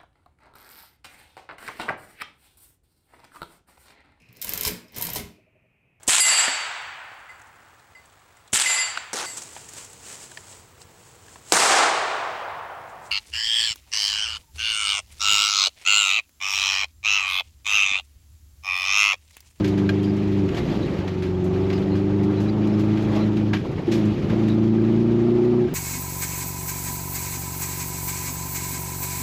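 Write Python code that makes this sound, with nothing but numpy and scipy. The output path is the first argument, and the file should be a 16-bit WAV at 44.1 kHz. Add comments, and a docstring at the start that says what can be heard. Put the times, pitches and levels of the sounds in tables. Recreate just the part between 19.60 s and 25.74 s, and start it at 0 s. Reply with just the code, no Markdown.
"""A four-cylinder boxer engine drones inside a rally car on gravel: summed orders of its firing cycle,
filtered by exhaust and cabin, with random pops and noisy boom on each throttle lift and one bark.
Around the cabin microphone, shaped noise makes the shell's rumble, tyre roar and gravel spray.
Stones knock the floor as noise bursts with ringing panel modes, gravel showers hiss as bursts alone,
pebbles tick single panel modes, and loose trim squeaks as wavering sines."""
import sys
import numpy as np
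from scipy import signal
from scipy.fft import rfft, irfft
from scipy.io import wavfile
from scipy.ndimage import uniform_filter1d, minimum_filter1d

SR = 44100
rng = np.random.default_rng(int(sys.argv[2]) if len(sys.argv) > 2 else 0)


def attenuation_scalar(level_db):
    """Turn a level in dB into a linear amplitude multiplier (20 dB per decade)."""
    decades = np.asarray(level_db, float) / 20
    return 10 ** decades


def generate_wav(sig):
    """Save sig (samples, or channels by samples) to the path in sys.argv[1] as 16-bit PCM at SR."""
    pcm = np.round(np.clip(np.atleast_2d(sig).T, -1, 1) * 32767).astype(np.int16)
    wavfile.write(sys.argv[1], SR, pcm)


N = 270774


def evened(x):
    """Scales to rms 1."""
    return x / np.sqrt(np.mean(x ** 2) + 1e-20)


def read(points, hz):
    """Reads a spectrum on a log-frequency axis."""
    f, value = np.transpose(points)
    return np.interp(np.log(hz + 1), np.log(f + 1), value)


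def add(mix, s, sound):
    """Adds a sound at time s, cut off at the end of the mix."""
    part = mix[round(s * SR):][:len(sound)]
    part += sound[:len(part)]


def drift(count, seconds):
    """Random wander of rms 1: white noise smoothed twice over the given time."""
    size = max(int(seconds * SR), 1)
    smooth = uniform_filter1d(rng.standard_normal(count), size)
    return evened(uniform_filter1d(smooth, size))


def causal(points, size=16384):
    """Minimum-phase impulse response: it rings only after the pulse."""
    log_gain = read(points, abs(np.fft.fftfreq(size, 1 / SR))) * np.log(10) / 20
    spectrum = np.exp(np.conj(signal.hilbert(log_gain)))
    return np.fft.ifft(spectrum).real[:size // 2]


def noise(points, patchy_db, flicker_db, size):
    """Noise of rms 1 from random short-time spectra, with patches and a flicker shared by all bins."""
    hop = size // 4
    frames, hz = N // hop + 5, np.fft.rfftfreq(size, 1 / SR)
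    real, imag, patches = rng.standard_normal((frames, len(hz), 3)).T
    patches = uniform_filter1d(patches, size=9, axis=0)  # across bins
    patches = evened(uniform_filter1d(patches, size=8, axis=1))  # across frames
    flicker = evened(uniform_filter1d(rng.standard_normal(frames), size=5))
    level_db = read(points, hz)[:, None] + patchy_db * patches + flicker_db * flicker
    spectra = (real + 1j * imag) * attenuation_scalar(level_db)
    return evened(signal.istft(spectra, nperseg=size, noverlap=size - hop)[1][:N])


# booming of the car's shell: (f/Hz, relative level per Hz/dB)
RUMBLE = [(15, -40), (30, -25), (55, -1), (100, -2), (150, 1), (230, -4), (310, -1), (380, -2), (430, -9),
          (560, -40), (900, -120)]


def rumble():
    """The shell booms low under the whole ride: steady noise with a slight flicker."""
    return attenuation_scalar(-32.5) * noise(RUMBLE, 0.29, 0.91, size=2048)


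# the track under the car, before bumps and unevenness: (t/s, tyre roar level/dB, gravel spray level/dB)
ROAD = [(0, -38, -44.5), (.5, -39, -46.5), (.82, -39.5, -44.5), (1.1, -37, -41.5), (1.5, -38, -45),
        (1.69, -40, -48.5), (2.15, -36, -44.5), (2.4, -38, -47.5), (2.94, -36.5, -45.5), (3.45, -36, -43),
        (3.9, -38.5, -46.5), (4.0, -44.5, -49), (4.24, -41, -48), (4.33, -35, -42), (4.6, -40, -44.5),
        (4.9, -35.5, -43.5), (5.2, -38, -47), (5.95, -34.5, -45), (6.14, -43.5, -48)]
# bumps load the tyres for a moment: (t/s, roar gain/dB, spray gain/dB, half length/s)
BUMPS = [(0, 8.5, 3, 0.015), (0.986, 5, 6, .03), (1.134, 4, 2, .03), (3.574, 7, 5.5, .04),
         (3.95, 6, 9, 0.018), (4.057, 9.5, 3, 0.016), (4.11, 4, 2.5, .025), (4.194, 7, 1.5, 0.015),
         (4.724, 6, 3, 0.024)]
# colour of the tyre roar: (f/Hz, relative level per Hz/dB)
ROAR = [(260, -18), (440, 0.5), (746, -5.5), (854, -5), (1040, -12.5), (1160, -10.5), (1400, -14.5),
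        (1820, -41.5), (3080, -120)]
# colour of gravel hiss as recorded, with a narrow dip near 9.2 kHz; burst() uses it too:
# (f/Hz, relative level per Hz/dB)
SPRAY = [(530, -25.5), (900, -10), (1320, -10.5), (1580, -7.5), (1840, -5.5), (2380, -6.5), (3920, -13),
         (4490, -15.5), (6830, -24.5), (8560, -35), (9260, -42.5), (10700, -34), (11900, -33.5),
         (12400, -35.5), (13500, -45)]


def road():
    """Tyres roar and thrown gravel hisses, both swelling over bumps and wavering with the track."""
    t = np.arange(N) / SR
    s, *columns = np.transpose(ROAD)
    lumps_db, lump_s = 1, 0.017  # random unevenness of the track
    roar_db, spray_db = (np.interp(t, s, c) + lumps_db * drift(N, lump_s) for c in columns)
    for at, roar_gain_db, spray_gain_db, half in BUMPS:
        hump = np.exp(-((t - at) / half) ** 2)
        roar_db = roar_db + roar_gain_db * hump
        spray_db = spray_db + spray_gain_db * hump
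    roar = attenuation_scalar(roar_db) * noise(ROAR, 0.84, 0.16, size=1024)
    spray = attenuation_scalar(spray_db) * noise(SPRAY, 1.3, 0.4, size=512)
    return roar + spray


# rubbing trim: (t/s, length/s, centre f/Hz, centre level/dB)
SQUEAKS = [(0.408, 0.054, 3200, -46), (0.438, 0.031, 4770, -45), (0.47, 0.046, 4780, -50),
           (1.214, 0.047, 3980, -44), (2.126, 0.055, 4920, -46), (2.302, 0.057, 4240, -49),
           (2.761, 0.054, 4030, -45), (2.874, 0.027, 4000, -46), (2.883, 0.033, 4700, -47.5),
           (3.12, .04, 5200, -53), (3.601, 0.053, 4050, -42), (4.872, 0.072, 3806, -46)]


def squeaks():
    """Loose trim sticks and slips: short whistles, fuzzy because pitch and level waver fast."""
    out = np.zeros(N)
    for s, length, hz, db in SQUEAKS:
        count = int(length * SR)
        wavering_hz = hz * (1 + .03 * drift(count, .0008))
        phase = 2 * np.pi * np.cumsum(wavering_hz) / SR
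        level = attenuation_scalar(db + 3.5 * drift(count, .003))
        add(out, s, level * np.sin(phase) * signal.windows.tukey(count, .6))
    return out


# modes of the floor panel, struck by pebbles and by the stones of knocks(): (f/Hz, relative level/dB, t60/s)
PANEL = [(1200, -14, .05), (1600, 0, .055), (2400, -6, .045), (2950, -8, .04), (3300, -8, .045),
         (4150, -10, .035), (5100, -16, .025), (6900, -22, .025)]


def pebbles():
    """Small stones tick the floor panel at random, each tick ringing one of its modes."""
    t, out = np.arange(SR // 10) / SR, np.zeros(N)
    for hz, db, t60 in PANEL:
        struck = rng.random(N) < 25 / SR  # 25 hits per second on average, for each mode
        hits = attenuation_scalar(4 * np.minimum(rng.exponential(1, N), 4)) * struck
        ring = attenuation_scalar(db - 60 * t / t60) * np.sin(2 * np.pi * hz * t)
        out += signal.oaconvolve(hits, ring)[:N]
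    return attenuation_scalar(-57) * evened(out)


def burst(draw, db, t60, tilt_db, rise):
    """A dying burst of noise in the colour of the gravel hiss, tilted by tilt_db per octave."""
    t, hz = np.arange(len(draw)) / SR, np.fft.rfftfreq(len(draw), 1 / SR)
    octaves = np.log2(np.minimum(hz, 8000) / 2500 + 0.056)  # the tilt levels off at both ends
    colour = attenuation_scalar(read(SPRAY, hz) + tilt_db * octaves)
    crest_db = 9  # noise peaks are taken to stand this far over its rms
    shape = attenuation_scalar(db - crest_db - 60 * t / t60) * np.minimum(t / rise, 1)
    grit = draw * abs(draw) ** .6  # single stones stand out of the hiss
    return evened(irfft(rfft(grit) * colour, len(t))) * shape


# handfuls of gravel against the floor: (t/s, nominal peak level/dB, t60/s, brightness/dB per octave, rise/s)
SHOWERS = [(.074, -26.5, 0.13, 5.5, .0043), (.565, -38, .083, 7.5, 0.0028),
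           (.8874, -20.5, .045, -2, 0.0027), (0.966, -28.5, 0.15, 6, .0074),
           (1.4757, -20, .064, -0.8, .0048), (1.6217, -29, 0.34, 1, .0019), (1.84, -39, .15, 14.5, .0032),
           (2.1256, -23.5, 0.09, 1, .007), (2.6312, -35.5, .14, 6.5, .0037),
           (3.1898, -32.5, .18, 6.5, 0.0053), (3.4208, -35.5, 0.13, 6.5, 0.0024),
           (3.5453, -30.5, 0.18, 0, 0.01), (4.1762, -22, 0.087, -8.5, .006),
           (4.3112, -20.5, .25, 5.5, 0.013), (4.4514, -37, .11, 10, 0.0031), (4.8812, -27, .078, 4, .0035)]


def showers():
    """Thrown gravel hisses against the floor without ringing the panel."""
    out = np.zeros(N)
    draws = rng.standard_normal((len(SHOWERS), SR // 4))
    for (s, *shape), draw in zip(SHOWERS, draws):
        add(out, s, burst(draw, *shape))
    return out


# stones that ring the floor panel:
# (t/s, nominal burst peak level/dB, burst t60/s, brightness/dB per octave, ring level over burst/dB)
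KNOCKS = [(0.042, -22, .14, 2.5, -7), (.176, -27, 0.13, 2, -11), (0.29, -14.5, 0.057, 0, -3),
          (.428, -33, 0.2, 4.5, -12), (.675, -36, 0.092, 4.5, -7), (0.945, -28.5, .2, 2.5, -5),
          (1.0916, -33, .076, 3.5, -13), (1.3821, -31, 0.21, 0.5, -9), (2.099, -24, .091, -0.3, -12),
          (2.1758, -36.5, 0.2, 3.5, 3), (2.352, -33.5, 0.36, 2, 0), (2.8005, -38.5, .25, 9, 2),
          (3.0709, -31.5, 0.066, 5, -12), (3.3704, -30, 0.11, 1.5, -3), (3.767, -30, 0.11, 3, -10),
          (3.932, -12.5, 0.099, -3.5, -13.5), (3.9646, -27, 0.18, -0.5, -6),
          (4.6955, -26.5, .15, -0.5, -12)]


def knocks():
    """Each blow gives a dying burst of noise and rings the panel, detuned by where it lands."""
    out, t = np.zeros(N), np.arange(SR // 4) / SR
    draws = rng.standard_normal((len(KNOCKS), len(t)))
    for (s, db, t60, tilt_db, ring_db), draw in zip(KNOCKS, draws):
        ring = np.zeros(len(t))
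        for (hz, mode_db, mode_t60), percent in zip(PANEL, draw):
            level = attenuation_scalar(mode_db + tilt_db * np.log2(hz / 2500) - 60 * t / mode_t60)
            ring += level * np.sin(2 * np.pi * hz * (1 + percent / 100) * t)
        add(out, s, burst(draw, db, t60, tilt_db, rise=0.0032))
        add(out, s, attenuation_scalar(db + ring_db) * ring * np.minimum(t / 0.0047, 1))
    return out


# the exhaust barks when the throttle is stabbed: (t/s, level before the decay/dB, f/Hz, t60/s)
BARK = (4.277, -11.5, 350, .14)


def bark():
    """One sudden burn rings the exhaust: a dying sine with a 6 ms rise."""
    s, db, hz, t60 = BARK
    out, t = np.zeros(N), np.arange(SR // 4) / SR
    ring = attenuation_scalar(db - 60 * t / t60) * np.sin(2 * np.pi * hz * t)
    add(out, s, ring * np.minimum(t / 0.006, 1))
    return out


def pressed(rows):
    """Gain that builds up, slides from early to late level, drops at the end and is zero between rows."""
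    gain = np.zeros(N)
    build_db, release_db, release_s = -8.5, -14.5, 0.022  # shortfall at start, drop at end and its time constant
    for start, end, early_db, late_db, build in rows:
        t = np.arange(0, end - start, 1 / SR)
        db = early_db + (late_db - early_db) * t / t[-1]
        db += build_db * np.exp(-t / build)
        db += release_db * np.exp((t - t[-1]) / release_s)
        add(gain, start, attenuation_scalar(db) * signal.windows.tukey(len(t), 0.0036 * SR / len(t)))
    return gain


CYLINDERS = 4
# engine speed, before its small wander: (t/s, firing rate f/Hz)
SPEED = [(0, 101.3), (.14, 99.3), (.4, 100.1), (.6, 102.4), (.82, 98.8), (.98, 91.1), (1.38, 95.5),
         (1.52, 93.2), (1.82, 91.3), (1.96, 95.1), (2.46, 100.1), (2.76, 101.4), (2.92, 106.7),
         (3.24, 105.3), (3.44, 108.1), (3.54, 105.1), (3.68, 106.7), (3.9, 106.5), (4.04, 100.9),
         (4.2, 104.1), (4.31, 113.3), (4.36, 112.2), (4.42, 105.1), (4.6, 105.1), (4.76, 111.2),
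         (4.88, 108.5), (4.96, 110.6), (5.22, 111.3), (5.9, 121.6), (6.02, 120.6), (6.14, 117.1)]


def crank():
    """Phase of the whole firing cycle in radians: one turn takes in a firing of every cylinder."""
    rate = np.interp(np.arange(N) / SR, *np.transpose(SPEED))
    rate = rate * (1 + .0015 * drift(N, .02) + .003 * drift(N, .04))
    return 2 * np.pi * np.cumsum(rate) / SR / CYLINDERS


# presses of the throttle: (start t/s, end t/s, early load level/dB, late load level/dB, build-up/s)
PULLS = [(0, .93, -19, -20, .001), (1.38, 4.01, -19, -19, 0.34), (4.275, 4.56, -18.5, -17.5, .02),
         (4.69, 6.08, -16.5, -17.5, 0.064)]
# exhaust pipe and cabin: (f/Hz, gain level/dB)
PIPE = [(20, -30.5), (45, 2), (95, -2.5), (160, -2.5), (185, -4.5), (205, -2.5), (240, -1), (272, -6),
        (298, 10), (325, 7.5), (360, 15.5), (382, 15.5), (402, 5), (425, -9.5), (750, -11), (1500, -49.5)]
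# unequal headers make the four pulses differ, so lines lie between the firing tones:
# (order of the whole cycle, relative centre level/dB)
ORDERS = [(2, -29.5), (4, -2.5), (5, -9.5), (6, -16), (7, -6), (8, 0.0), (9, -21), (10, -23.5), (11, -16.5),
          (12, -14), (13, -24), (14, -35), (15, -23.5), (16, -19), (17, -27.5), (18, -28.5), (19, -26.5),
          (20, -23), (24, -22.5)]


def drone(cycle):
    """Under load the orders of the firing cycle add up to steady pulses through pipe and cabin."""
    pulses = np.zeros(N)
    for order, db in ORDERS:
        early = np.pi / 2 * (order % 2)  # uneven spacing, not uneven size, makes the odd orders
        pulses -= attenuation_scalar(db + 1.5 * drift(N, .05)) * np.cos(order * cycle + early)
    return signal.oaconvolve(pressed(PULLS) * pulses, causal(PIPE))[:N]


# lifts of the throttle: (start t/s, end t/s, early burble level/dB, late burble level/dB, build-up/s)
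LIFTS = [(.9, 1.44, -22.5, -25, .03), (4.0, 4.3, -26, -30.5, .005), (4.54, 4.76, -22.5, -22, .04),
         (6.06, 6.2, -27, -21, .02)]
# colour of the burble: (f/Hz, relative level per Hz/dB)
BURBLE = [(25, -38), (62, -4), (80, -6), (105, -1), (150, -1), (190, 0), (225, -5), (270, -8), (310, -3),
          (365, -3), (420, -12), (520, -16), (700, -40), (1100, -120)]


def burble(cycle):
    """On a lift the burns turn erratic: pops of random size at jittered firings, over a low noisy boom."""
    firings = np.floor(cycle * CYLINDERS / (2 * np.pi) + .35 * drift(N, .006))
    strokes = np.diff(firings, prepend=0) > 0
    kicks = strokes * (1 + .8 * rng.standard_normal(N))
    pops = evened(signal.oaconvolve(kicks, causal(BURBLE))[:N])
    boom = noise(BURBLE, 1.0, 0.95, size=1024)  # low noisy boom under the pops, in the same colour
    return pressed(LIFTS) * evened(.6 * pops + boom)


def engine():
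    """One crank drives both the drone under load and the burble on lifts."""
    cycle = crank()
    return drone(cycle) + burble(cycle)


def scene():
    """All sources reach one microphone in the cabin."""
    background = rumble() + road() + squeaks() + pebbles()
    stones = showers() + knocks()
    return (background + stones + bark() + engine())[None]


def top_cut(x):
    """Nothing passes above the cut-off."""
    return signal.sosfilt(signal.butter(12, 13610, fs=SR, output="sos"), x)


def record(dry):
    """A limiter at the microphone holds the peaks down, easing its gain over 801 samples."""
    ceiling = .325  # of full scale
    held = -minimum_filter1d(-abs(dry), size=801, axis=1)  # highest peak nearby
    gain = np.minimum(ceiling / (held + 1e-9), 1)
    gain = uniform_filter1d(gain, size=801, axis=1)
    return top_cut(dry * gain)


dry = scene()
out = record(dry)
generate_wav(out)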